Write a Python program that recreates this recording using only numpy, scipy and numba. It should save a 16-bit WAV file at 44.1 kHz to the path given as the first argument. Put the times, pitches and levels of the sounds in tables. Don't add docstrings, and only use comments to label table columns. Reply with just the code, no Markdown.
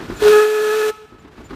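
import sys
import numpy as np
from scipy import signal
from scipy.fft import rfft, irfft
from scipy.io import wavfile
from scipy.ndimage import uniform_filter1d
from numba import njit

SR = 44100
rng = np.random.default_rng(int(sys.argv[2]) if len(sys.argv) > 2 else 0)


def log_audio(samples):
    frames = np.atleast_2d(samples).T
    limited = np.clip(frames, -1, 1)
    pcm = np.round(limited * 32767).astype(np.int16)
    wavfile.write(sys.argv[1], SR, pcm)


N = 68355
T = np.arange(N) / SR


def whistle():
    pitch = [(.21, 426.5), (.275, 417.8), (.305, 425.2), (.335, 422.6), (.41, 424.1), (.48, 428.4),
             (.58, 426.2), (.71, 427), (.78, 433.6), (.83, 427.6), (.91, 431.2)]
    blow = [(.205, -53), (.216, -31), (.223, -13), (.24, -11.5), (.262, -3), (.32, 0), (.39, 5), (.52, 4.5),
            (.7, 3.5), (.86, 7.5), (.904, 4), (.921, -27), (.94, -75)]
    overtones = [(2, -21.5, 0.06, 262), (3, -14, .14, 152), (4, -15.5, 0.25, 1500.5), (5, -38, 0.34, 1500),
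                 (6, -27, 0.22, 1500)]
    brightness = [(.22, -20), (.305, -15.5), (.335, 1.5), (.415, 2.5), (.47, -0.5), (.655, 0), (.705, 5),
                  (.77, -4), (.825, 0), (.9, -3)]
    jet_envelope = [(0, -60), (.15, -44), (.19, -39), (.225, -26.5), (.255, -23), (.31, -15.5), (.4, -10),
                    (.53, -8.5), (.65, -7.5), (.897, -3.5), (.915, -22), (.95, -75)]
    jet_spectrum = [(60, -37), (150, -12), (240, 0.5), (550, 0), (700, -0.5), (1100, -0.5), (2000, -2),
                    (3000, -2), (4200, -2), (4900, -8), (6000, -6.5), (9300, -9.5), (10200, -14),
                    (12000, -11.5), (15000, -14)]
    pipe_resonances = [(427, 38, 10), (687, 89, 4.5), (1250, 76, 6.5), (1457, 170, 10.5), (1737, 66, 11),
                       (2520, 170, 8.5), (3340, 77, 3.5)]
    jitter, jitter_hz = .0057, 68
    flutter_db, flutter_hz = .4, 42.7
    pulse_depth, flicker_db = .3, .33
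    phase = 2 * np.pi * np.cumsum(curve(pitch) * (1 + jitter * drift(jitter_hz))) / SR
    blow_db = curve(blow)
    tone = amp(blow_db + flutter_db * drift(flutter_hz)) * np.sin(phase)
    drive_db = blow_db + curve(brightness)
    for multiple, db, depth, fall_db_per_s in overtones:
        fall_db = fall_db_per_s * T
        held_db = np.maximum.accumulate(drive_db + fall_db) - fall_db
        flutter = 1 + depth * (drift(flutter_hz) + 1j * drift(flutter_hz))
        tone += amp(held_db + db) * (flutter * np.exp(1j * multiple * phase)).imag
    jet = rng.standard_normal(N) * (1 + pulse_depth * np.sin(phase))
    jet *= amp(flicker_db * drift(rate_hz=100))
    hiss = amp(curve(jet_envelope)) * colour(jet, jet_spectrum, pipe_resonances)
    return np.sqrt(2) * tone + hiss


def spit():
    envelope = [(.205, -43), (.228, -24.5), (.29, -13.5), (.315, -17.5), (.36, -54), (.42, -84)]  # t/s, level/dB
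    spectrum = [(60, -19), (200, -5.5), (350, -1.5), (700, -1), (1100, -3), (1600, -5.5), (2000, -11),
                (4000, -9.5), (8000, -24.5), (15000, -32)]
    resonance = [(1468, 60, 13)]
    flicker_db = 3
    steam = colour(rng.standard_normal(N), spectrum, resonance)
    splutter = unit(steam * amp(flicker_db * drift(rate_hz=170)))
    return amp(curve(envelope)) * splutter


def engine():
    beats = [(-.024, -26, -26, -27.5), (.099, -18, -28.5, -30.5), (0.226, -30, -25.5, -40),
             (0.356, -29, -23, -26), (.483, -29, -32, -36), (0.611, -30, -22, -42), (.738, -38.5, -29, -34),
             (.866, -35, -14, -37), (1.123, -18, -27, -33), (1.248, -34, -28, -30),
             (1.376, -31, -24.5, -34), (1.505, -43, -24.5, -27)]
    rattle_spectrum = [(30, -26), (50, 0.5), (90, -12), (180, -9), (260, -1.5), (370, 1), (520, -13.5),
                       (900, -20), (2500, -42), (15000, -68)]
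    puff_spectrum = [(60, -42), (400, -27), (800, 8.5), (1500, 6.5), (2500, -5.5), (4000, -8.5),
                     (7000, -29.5), (15000, -36)]
    idle_spectrum = [(20, -26), (45, 1), (75, -0.5), (130, 0), (300, -2.5), (550, -13), (1400, -13.5),
                     (2200, -19.5), (4000, -25.5), (7000, -33.5), (10000, -40.5), (15000, -44)]
    idle_db, flicker_db = -34, 2.5
    rattle, puff = noise(rattle_spectrum), noise(puff_spectrum)
    out = amp(idle_db + flicker_db * drift(rate_hz=32)) * noise(idle_spectrum)
    for start_s, knock_db, rattle_db, puff_db in beats:
        out += amp(knock_db) * knock(start_s)
        out += amp(rattle_db) * stroke(start_s, rise_s=.0028, decay_s=.027) * rattle
        out += amp(puff_db) * stroke(start_s, rise_s=.0029, decay_s=.014) * puff
    return out


def knock(start_s, rise_s=.0017):
    frame_modes = [(47.5, -4.5, 0.18), (100, -10.5, 0.17), (248, -0.5, 0.063), (311, 3, 0.042),
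                   (366, -19, .04)]
    age_s = np.maximum(T - start_s, 0)
    ring = sum(amp(db - 60 * age_s / t60_s) * np.sin(2 * np.pi * hz * age_s)
               for hz, db, t60_s in frame_modes)
    return ring * np.minimum(age_s / rise_s, 1)


def stroke(start_s, rise_s, decay_s):
    rebound_s, rebound_db = .0248, -4.5
    age_s = np.maximum(T - start_s - np.array([[0], [rebound_s]]), 0)
    beat, rebound = np.minimum(age_s / rise_s, 1) * np.exp(-age_s / decay_s)
    return np.hypot(beat, amp(rebound_db) * rebound)


def bird():
    chirps = [(0.155, 0.039, -42.5), (1.188, 0.03, -44), (1.437, 0.043, -42.5)]  # t/s, length/s, level/dB
    pitch_hz, arch_hz, waver_hz, octave_db = 7040, 101, 35, -17
    out = np.zeros(N)
    for start_s, length_s, db in chirps:
        arch = np.sin(np.pi * np.clip((T - start_s) / length_s, 0, 1))
        hz = pitch_hz + arch_hz * arch + waver_hz * drift(rate_hz=200)
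        phase = 2 * np.pi * np.cumsum(hz) / SR
        out += amp(db) * arch * (np.sin(phase) + amp(octave_db) * np.sin(2 * phase))
    return out


def grove(x):
    decay = [(200, 0.8), (430, 1.8), (1300, 0.8), (4000, 0.63), (12000, 0.53)]
    spectrum = [(200, -19), (400, -42), (460, -41.5), (650, -19.5), (1300, -17.5), (1750, -19.5),
                (2300, -13.5), (4000, -14.5), (12000, -18.5)]
    gap_s = .008
    echo_s, echo_db, lowpass_hz = (.0743, .15), (-26.5, -25.5), 596.3
    scatter = rng.standard_normal(SR) * (np.arange(SR) > gap_s * SR)
    hz, age_s, bands = signal.stft(scatter, SR, nperseg=256)
    t60_s = read(decay, hz)[:, None]
    bands *= amp(read(spectrum, hz)[:, None] - 60 * age_s / t60_s)
    bands *= np.sqrt(2 * np.log(1000) / (t60_s * SR))
    impulse_response = signal.istft(bands, SR, nperseg=256)[1]
    tail = signal.fftconvolve(x, impulse_response)[:N]
    echoes = sum(amp(db) * np.interp(T - s, T, x, left=0) for s, db in zip(echo_s, echo_db))
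    return tail + signal.lfilter(*signal.butter(1, lowpass_hz, fs=SR), echoes)


def amp(db):
    return 10 ** (np.asarray(db) / 20)


def unit(x):
    return x / np.sqrt(np.mean(x ** 2) + 1e-20)


def curve(points):
    return np.interp(T, *np.transpose(points))


def read(points, hz):
    f, value = np.transpose(points)
    return np.interp(np.log(hz + 1), np.log(f + 1), value)


def drift(rate_hz):
    hz = np.fft.rfftfreq(N, 1 / SR)
    lowpass = (hz > 0) / (1 + (hz / rate_hz) ** 4)
    return unit(irfft(rfft(rng.standard_normal(N)) * lowpass, N))


def colour(x, spectrum, resonances=()):
    hz = np.fft.rfftfreq(N, 1 / SR)
    lift_db = sum(db / (1 + (2 * (hz - f) / width_hz) ** 2) for f, width_hz, db in resonances)
    return unit(irfft(rfft(x) * amp(read(spectrum, hz) + lift_db), N))


def noise(spectrum):
    return colour(rng.standard_normal(N), spectrum)


def scene():
    calls = whistle() + spit() + bird()
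    return (calls + grove(calls) + engine())[None]


@njit
def slew(x, up, down):
    out, level = np.zeros(len(x)), 0.
    for i in range(len(x)):
        level += min(max(x[i] - level, -down), up)
        out[i] = level
    return out


def record(dry):
    highpass_hz, lowpass_hz, ceiling = 36, 15300, .72
    threshold_db, attack_db_per_s, release_db_per_s = -16.5, 80.5, 29
    power_db = 10 * np.log10(abs(uniform_filter1d(dry[0] ** 2, size=600)) + 1e-12)
    excess_db = np.maximum(power_db - threshold_db, 0)
    cut_db = slew(excess_db, attack_db_per_s / SR, release_db_per_s / SR)
    x = signal.sosfilt(signal.butter(4, highpass_hz, "high", fs=SR, output="sos"), dry)
    x *= amp(-cut_db)
    x /= (1 + (x / ceiling) ** 12) ** (1 / 12)
    band_limit = signal.firwin(511, lowpass_hz, window=("kaiser", 9), fs=SR)
    return signal.oaconvolve(x, band_limit[None], "same")


dry = scene()
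out = record(dry)
log_audio(out)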